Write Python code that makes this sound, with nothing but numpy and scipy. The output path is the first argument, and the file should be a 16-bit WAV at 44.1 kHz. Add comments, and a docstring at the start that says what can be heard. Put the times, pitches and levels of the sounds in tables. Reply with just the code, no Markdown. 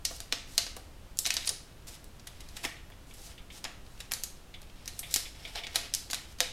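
"""Sharp plastic snaps, with dull ticks, hollow knocks, rubbing and squeaks, over a low ventilation hum.
Strips cut from a thin bottle are bent and pushed into each other above a table in a small room.
The strips buckle and snap, the bottle wall ticks as it flexes, and jolts make the whole bottle knock.
Cut edges drag and squeak, fingers hiss. One microphone feeds both channels."""
import sys
import numpy as np
from scipy import signal
from scipy.fft import rfft, irfft, next_fast_len
from scipy.io import wavfile

SR = 44100
rng = np.random.default_rng(int(sys.argv[2]) if len(sys.argv) > 2 else 0)


def digitize_waveform(pressure):
    """Quantize a signal to 16-bit integers and store it at the path in sys.argv[1].

    Rows of a 2-D input are taken as channels; values are limited to [-1, 1].
    """
    field = np.atleast_2d(pressure).T
    bounded = np.clip(field, -1, 1)
    quanta = np.round(bounded * 32767).astype(np.int16)
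    wavfile.write(sys.argv[1], SR, quanta)


N = 287532
TAIL_SAMPLES = SR // 3
ATTACK_SAMPLES = round(.011 * SR)  # span that sets a click's level

# Spectra: freq_hz, relative_db
HUM_SPECTRUM = [(11, -0.5), (18, 1.5), (43, -2.5), (69, -5), (96, -9), (151, -14.5), (193, -16), (342, -21),
                (400, -26), (520, -31.5), (880, -120)]  # ventilation rumble
AIR_SPECTRUM = [(180, -19.5), (300, -12.5), (392, -7), (584, -6.5), (645, -7.5), (1030, -10.5),
                (1320, -11.5), (2320, -15.5), (2790, -14), (4300, -17.5), (13000, -25), (16000, -32)]  # ventilation hiss
ROOM_SPECTRUM = [(200, -7.5), (700, 1), (2000, -0.5), (5000, -4), (9000, -3.5), (13000, -3), (15500, -14)]  # room reflections
CREASE_SPECTRUM = [(200, -28), (700, -10), (1500, -7), (2400, 3), (3600, 7), (6000, -1), (11000, -13),
                   (16000, -13)]  # tiny folds
DRAG_SPECTRUM = [(150, -21), (450, -6.5), (700, -3.5), (1200, -8.5), (2200, -2), (3500, 1), (4500, -3.5),
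                 (5500, 0), (7000, -30), (14000, -34)]  # sliding cut edges
FINGER_SPECTRUM = [(300, -30), (2000, -17), (4000, 0.5), (6000, 3), (9000, 0.5), (13000, -4), (16000, -17)]  # sliding fingers
TICK_SPECTRUM = [(300, -22), (700, -13), (1400, -24), (1800, -14), (2200, 1), (2700, -5.5), (3500, 2.5),
                 (4100, -11.5), (4700, -9), (5400, -19), (6500, -19), (12000, -30)]  # flexing bottle wall
KNOCK_SPECTRUM = [(100, -27), (270, -2), (500, -1.5), (720, -4.5), (1100, -5.5), (1850, -9), (2600, -14),
                  (8000, -18)]  # jolted bottle

# Room decay: freq_hz, t60_s
ROOM_DECAY = [(200, 0.65), (800, 0.37), (2100, 0.5), (5500, 0.43), (10000, 0.38), (15000, 0.32)]
# Resonances of bottle and strips: freq_hz, width_hz, gain_db
BOTTLE_MODES = [(273, 42, -3), (505.4, 17, 3), (691.7, 27, 5.5), (840, 58, -6), (1156, 14, 0),
                (1290, 39, -2.5), (1853, 46, -5), (2225, 18, -9), (2563, 26, -15), (2910, 20, -3),
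                (3860, 46, -5.5), (5270, 60, -7), (6500, 30, -24), (7100, 45, -6), (7800, 200, -15),
                (10600, 170, -34)]

# Event levels are relative within each layer.
# Edges and fingers sliding: start_s, length_s, drag_db, hiss_db
SLIDE_STROKES = [(0.088, 0.076, -66, -51.5), (.47, 0.086, -54, -53.5), (1.275, 0.163, -49, -53),
                 (1.452, 0.019, -51.5, -39), (1.866, 0.021, -48, -46.5), (1.904, 0.048, -51.5, -53),
                 (2.307, 0.26, -57, -65), (2.552, 0.14, -52, -56), (2.63, 0.01, -37, -45),
                 (3.065, 0.051, -73, -60), (3.135, 0.13, -54.5, -53), (3.256, 0.067, -52, -57.5),
                 (3.516, 0.065, -49.5, -52.5), (3.834, .14, -67, -66), (3.987, 0.021, -56, -56),
                 (4.748, .12, -56, -68), (4.91, 0.093, -57, -56.5), (5.06, 0.049, -48.5, -55),
                 (5.104, 0.025, -53, -43), (5.344, 0.14, -47.5, -59), (5.472, 0.094, -49, -57.5),
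                 (5.548, 0.036, -36.5, -53), (5.69, 0.044, -49, -59), (5.742, 0.021, -36.5, -41),
                 (5.797, 0.064, -44.5, -66), (6.273, 0.053, -56, -60)]
# Edge skidding on edge: centre_s, pitch_hz, peak_db, half_length_s
EDGE_SQUEAKS = [(1.4746, 10260, -23, 0.0013), (1.4752, 8170, -30, 0.0021), (1.4923, 9720, -17.5, 0.00092)]
# Wall flexing: start_s, level_db
WALL_TICKS = [(1.422, -49), (2.766, -55), (2.919, -56.5), (3.109, -54.5), (3.379, -51), (3.502, -49),
              (4.54, -45.5), (5.03, -43.5), (5.046, -51), (5.255, -45), (5.451, -40), (5.573, -43.5),
              (5.584, -42), (5.6355, -38.5), (5.645, -43)]
# Bottle jolts: start_s, level_db, pitch_hz
BOTTLE_KNOCKS = [(.109, -45, 680), (.327, -41, 271), (.581, -44.5, 686), (.767, -46, 770),
                 (1.263, -48, 694), (1.505, -48, 400), (2.643, -41, 1090), (2.65, -40, 327),
                 (2.9, -55, 1840), (5.562, -51.5, 694), (5.59, -52, 675), (5.668, -53, 690),
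                 (5.758, -42, 680), (5.83, -55, 740), (6.405, -37, 510)]
# Strips buckling: start_s, level_db, body_db, edge_db, slip_s, pitch_hz
# Body (near 600 Hz) and edge (11 kHz) are relative to 5 kHz.
STRIP_SNAPS = [(0.0514, -26.5, -18.5, -11, 0.0019, 5930), (.1652, -51, 2, 5, .0013, 5500),
               (.2036, -39.5, -8, -4.5, 0.00038, 4640), (0.3251, -26, -10.5, -16.5, .00023, 3500),
               (0.5798, -20.5, -16.5, -10, 0.00038, 4100), (0.6662, -40.5, -5.5, -21, 0.0014, 4710),
               (0.7663, -45.5, 2.5, -2, 0.00098, 8650), (1.1725, -46, -17, -3, .0006, 7020),
               (1.1893, -25.5, -23, 0.5, 0.00048, 7700), (1.247, -41, -24, -12, 0.0032, 3870),
               (1.2543, -30.5, -19, -26, 0.0016, 3900), (1.2629, -28.5, -19, -9, 0.0014, 3900),
               (1.271, -33, -6, -3, 0.002, 4000), (1.3055, -26, -14.5, -12.5, 0.00032, 2570),
               (1.3407, -34, -14, -2, 0.00092, 6790), (1.3681, -28, -14.5, -19, 0.00072, 3900),
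               (1.4477, -42, -10, -17, .0015, 3870), (1.474, -30, -13, -13, 0.0043, 4590),
               (1.4915, -29, -15, -12, 0.0034, 9800), (2.0433, -54, -10, 3, 0.00056, 5970),
               (2.1963, -55, -14, -12, .002, 5400), (2.2705, -42.5, -7, -3, .0045, 3580),
               (2.4047, -48.5, -6, -6, 0.0056, 2900), (2.488, -52, -21, -9, 0.0023, 6230),
               (2.5659, -40.5, -3.5, -4, 0.0066, 2580), (2.641, -38.5, -2, -8, 0.0022, 2660),
               (2.6492, -31, -4.5, -7.5, 0.0035, 1840), (3.139, -54, -10, 6, .0009, 9900),
               (3.6418, -37.5, -1, -8.5, 0.0023, 6940), (3.6497, -37, 5.5, -27, .0035, 3280),
               (4.0035, -41, -6.5, -8, 0.0032, 3570), (4.1124, -43.5, 3, -12, .002, 5000),
               (4.1192, -31, -1.5, 3.5, .0002, 3670), (4.1368, -31.5, -16, -4, 0.0004, 6250),
               (4.2365, -32, -15, -1.5, 0.0011, 6500), (4.6181, -53.5, 0, 2, .0003, 4070),
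               (4.8583, -47.5, -13, -7, 0.00092, 5640), (4.8777, -36.5, -12, -6, 0.0019, 4110),
               (4.9914, -34.5, -9, 7.5, .003, 8240), (5.1409, -23.5, -23, -1, 0.0015, 4100),
               (5.16, -25.5, -10, -4.5, 0.0034, 5250), (5.557, -39, 3, -12, 0.00095, 3600),
               (5.668, -40, -7, -18, 0.0022, 2980), (5.758, -24, -8, -6.5, .0012, 4070),
               (5.9386, -28, -23, -8.5, 0.0014, 4900), (5.9491, -29, -19, -2.5, 0.00013, 6460),
               (6.1008, -40.5, -1, -10, .0025, 4790), (6.1092, -35.5, -18, -6, .0046, 6940),
               (6.1322, -31, -2.5, -7, 0.0011, 4000), (6.1451, -33.5, -10, -6, 0.0012, 3870),
               (6.386, -50, -10, -8, 0.0027, 4500), (6.4048, -22.5, -9.5, -10, .0004, 3730)]


def amp(db):
    """Decibels to gain."""
    return 10 ** (np.asarray(db) / 20)


def unit_rms(x):
    """Scale to rms 1."""
    return x / np.sqrt(np.mean(x ** 2) + 1e-20)


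def log_interp(points, hz):
    """Read (freq_hz, value) points on a log frequency axis."""
    freq_hz, values = np.transpose(points)
    return np.interp(np.log(hz + 1), np.log(freq_hz + 1), values)


def coloured(x, spectrum):
    """Minimum-phase filter from (freq_hz, gain_db) points."""
    size = 2 * next_fast_len(len(x))
    gain = amp(log_interp(spectrum, np.fft.rfftfreq(size, 1 / SR)))
    cepstrum = irfft(np.log(gain), size)
    cepstrum[1:size // 2] *= 2
    cepstrum[size // 2 + 1:] = 0
    return irfft(rfft(x, size) * np.exp(rfft(cepstrum)), size)[:len(x)]


def resonate(x, modes):
    """x plus its ringing in (freq_hz, width_hz, gain_db) modes."""
    size = next_fast_len(len(x) + SR // 4)
    f = np.fft.rfftfreq(size, 1 / SR)
    ringing = sum(amp(db) * 1j * f * width_hz / (hz ** 2 - f ** 2 + 1j * f * width_hz)
                  for hz, width_hz, db in modes)
    return irfft(rfft(x, size) * (1 + ringing), size)[:len(x)]


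def add(track, start_s, x):
    """Mix x into track at start_s."""
    part = track[max(round(start_s * SR), 0):][:len(x)]
    part += x[:len(part)]


def at_level(click, level_db, onset=0):
    """Scale a click so its attack, from sample onset, has rms level_db."""
    return click * amp(level_db) / np.std(click[onset:][:ATTACK_SAMPLES])


def room_tail(build_s=0.0033):
    """Fresh diffuse tail, each frequency dying at its own rate; energy 1."""
    hz, frame_s, noise = signal.stft(rng.standard_normal(TAIL_SAMPLES), SR, nperseg=256)
    decay_db = 60 * frame_s / log_interp(ROOM_DECAY, hz)[:, None]
    gain = amp(log_interp(ROOM_SPECTRUM, hz)[:, None] - decay_db)
    tail = signal.istft(noise * gain, SR, nperseg=256)[1][:TAIL_SAMPLES]
    tail *= 1 - np.exp(-(np.arange(TAIL_SAMPLES) / SR / build_s) ** 2)
    return tail / np.linalg.norm(tail)


def in_room(x, wet_db):
    """x plus room reflections."""
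    return x + amp(wet_db) * signal.fftconvolve(x, room_tail())[:len(x)]


def ventilation(hum_db=-49.5, air_db=-59.0):
    """Moving air: steady low hum, faint hiss."""
    hum = unit_rms(coloured(rng.standard_normal(N + SR), HUM_SPECTRUM)[SR:])
    air = unit_rms(coloured(rng.standard_normal(N + SR), AIR_SPECTRUM)[SR:])
    return amp(hum_db) * hum + amp(air_db) * air


def buckle(slip_s, sharpness=5, soft_slip_s=0.0027, flutter_db=-4, flutter_t60_s=0.043,
           table_delay_s=0.0012, table_gain=0.33):
    """A sharp slip, its table reflection, a dying run of smaller slips, bending waves; energy 1."""
    t = np.arange(TAIL_SAMPLES) / SR
    spike = sharpness * np.exp(-slip_s / soft_slip_s)  # slow folds start softly
    run = np.exp(-t / slip_s) * (1 - np.exp(-6 * t / slip_s))
    slip_size = np.hypot(np.linalg.norm(run), spike)
    flutter = amp(-60 * t / flutter_t60_s) * (1 - np.exp(-t / slip_s))
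    flutter *= amp(flutter_db) * slip_size / np.linalg.norm(flutter)
    wave = rng.standard_normal(len(t)) * np.hypot(run, flutter)
    wave[0] = spike
    wave[round(table_delay_s * SR)] += table_gain * spike
    return wave / np.linalg.norm(wave)


def creases(rate_per_s=8, mean_db=-67, spread_db=10):
    """Tiny folds give way at random in the held strips."""
    track = np.zeros(N)
    for place, size in rng.random((round(rate_per_s * N / SR), 2)):
        crease = coloured(buckle(slip_s=0.0023), CREASE_SPECTRUM)
        level_db = mean_db + spread_db * (2 * size - 1)
        add(track, place * N / SR, at_level(crease, level_db))
    return in_room(track, wet_db=-8)


def friction(spectrum, slips_per_s, smooth_gain):
    """Tiny uneven slips over smooth sliding noise; rms 1."""
    slips = (rng.random(N) < slips_per_s / SR) * rng.standard_normal(N)
    sliding = smooth_gain * rng.standard_normal(N)
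    return unit_rms(coloured(unit_rms(slips) + sliding, spectrum))


def rubbing(grip_s=0.0066, swell_db=5.5, release_s=.012):
    """Edges drag coarsely, fingers hiss finely; each stroke grips, swells with pressure, lets go."""
    t = np.arange(N) / SR
    drag_envelope, hiss_envelope = np.zeros((2, N))
    for start_s, length_s, drag_db, hiss_db in SLIDE_STROKES:
        age_s = t - start_s
        grip = np.clip(age_s / grip_s, 0, 1)
        pressure = amp(swell_db * (np.clip(age_s / length_s, 0, 1) - 1.5))
        release = np.exp(-np.maximum(age_s - length_s, 0) / release_s)
        stroke = grip * pressure * release
        drag_envelope += amp(drag_db) * stroke
        hiss_envelope += amp(hiss_db) * stroke
    drag = drag_envelope * friction(DRAG_SPECTRUM, slips_per_s=700, smooth_gain=0.96)
    hiss = hiss_envelope * friction(FINGER_SPECTRUM, slips_per_s=2500, smooth_gain=0.93)
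    return in_room(amp(-2.5) * drag + amp(3.0) * hiss, wet_db=-7)


def squeaks(glide=0.0098):
    """Fast stick-slip: milliseconds of whistle, rising as the edge speeds up."""
    track, t = np.zeros(N), np.arange(-SR // 100, SR // 100) / SR
    for centre_s, pitch_hz, peak_db, half_length_s in EDGE_SQUEAKS:
        phase = 2 * np.pi * np.cumsum(pitch_hz * (1 + glide * t / half_length_s)) / SR
        envelope = amp(peak_db) * np.exp(-(t / half_length_s) ** 2)
        add(track, centre_s + t[0], envelope * np.sin(phase))
    return in_room(track, wet_db=-13)


def dense_ring(spectrum, t60_s, rise_s, wet_db):
    """Crowded modes ring as decaying noise, with a room tail."""
    t = np.arange(TAIL_SAMPLES) / SR
    ring = rng.standard_normal(len(t)) * amp(-60 * t / t60_s) * (1 - np.exp(-t / rise_s))
    return coloured(ring / np.linalg.norm(ring) + amp(wet_db) * room_tail(), spectrum)


def ticks():
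    """The stiffer bottle wall gives a little; its mid-range modes ring briefly."""
    track = np.zeros(N)
    for start_s, level_db in WALL_TICKS:
        tick = dense_ring(TICK_SPECTRUM, t60_s=0.094, rise_s=0.00013, wet_db=-9)
        add(track, start_s, at_level(tick, level_db))
    return track


def knocks(q=7, note_db=6):
    """The jolted bottle answers with a short hollow note."""
    track = np.zeros(N)
    for start_s, level_db, pitch_hz in BOTTLE_KNOCKS:
        jolt = dense_ring(KNOCK_SPECTRUM, t60_s=0.042, rise_s=0.00031, wet_db=-10)
        knock = resonate(jolt, [(pitch_hz, pitch_hz / q, note_db)])
        add(track, start_s, at_level(knock, level_db))
    return track


def lead_in(samples, creep_db=-13, creep_s=0.0012, cracks=3, crack_db=-21, crack_decay_s=.0007,
            spread_db=7, span_s=.014, fade_db=18):
    """The edge creeps and cracks just before a snap; earlier cracks are weaker."""
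    remaining_s = np.arange(samples, 0, -1) / SR
    envelope = amp(creep_db) * np.exp(-remaining_s / creep_s) / np.sqrt(ATTACK_SAMPLES)
    level_db = crack_db - spread_db * rng.random()
    for earliness in rng.random(cracks):
        age_s = earliness * span_s - remaining_s
        crack = (age_s > 0) * np.exp(-np.abs(age_s) / crack_decay_s) / np.sqrt(crack_decay_s * SR / 2)
        envelope += amp(level_db - fade_db * earliness) * crack
    return envelope * rng.standard_normal(samples)


def fold_spectrum(body_db, edge_db, pitch_hz, mid_db_per_octave=8, reference_hz=4390):
    """Fuller, lower folds carry more mid-range; returns (freq_hz, gain_db) points."""
    mid_db = 0.5 * body_db + mid_db_per_octave * np.log2(reference_hz / pitch_hz)
    return [(60, body_db - 24), (260, body_db - 2.5), (600, body_db - 3),
            (1200, 0.83 * body_db + 0.16 * mid_db - 2), (2100, mid_db), (3300, 0.49 * mid_db),
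            (4600, 1.0), (6000, -0.8), (11000, edge_db), (14500, edge_db - 4.5), (16000, edge_db - 23)]


def fold_modes(pitch_hz, q=14, main_db=-1, side_db=-4, count=7):
    """The buckling patch has one main resonance and weaker random ones."""
    side_hz = 1500 * 7 ** ((np.arange(count) + rng.random(count)) / count)
    return [(pitch_hz, pitch_hz / q, main_db)] + [(hz, hz / (2 * q), side_db) for hz in side_hz]


def snaps(wet_db=-8, lead_samples=SR // 40):
    """Strips buckle: big folds sound low and full, small ones thin."""
    track = np.zeros(N)
    for start_s, level_db, body_db, edge_db, slip_s, pitch_hz in STRIP_SNAPS:
        lead = lead_in(lead_samples)
        burst = buckle(slip_s) + amp(wet_db) * room_tail()
        snap = coloured(np.concatenate([lead, burst]), fold_spectrum(body_db, edge_db, pitch_hz))
        snap = resonate(snap, fold_modes(pitch_hz))
        add(track, start_s - lead_samples / SR, at_level(snap, level_db, onset=lead_samples))
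    return track


def scene():
    """All plastic sounds ring the bottle, over the ventilation; same signal on both channels."""
    plastic = snaps() + ticks() + amp(-0.5) * knocks() + squeaks() + rubbing() + creases()
    return np.tile(resonate(plastic, BOTTLE_MODES) + ventilation(), (2, 1))


def record(dry):
    """Brick-wall low-pass."""
    cutoff_hz = 15900
    size = next_fast_len(N + SR // 2)
    passband = np.fft.rfftfreq(size, 1 / SR) < cutoff_hz
    return irfft(rfft(dry, size) * passband, size)[:, :N]


dry = scene()
out = record(dry)
digitize_waveform(out)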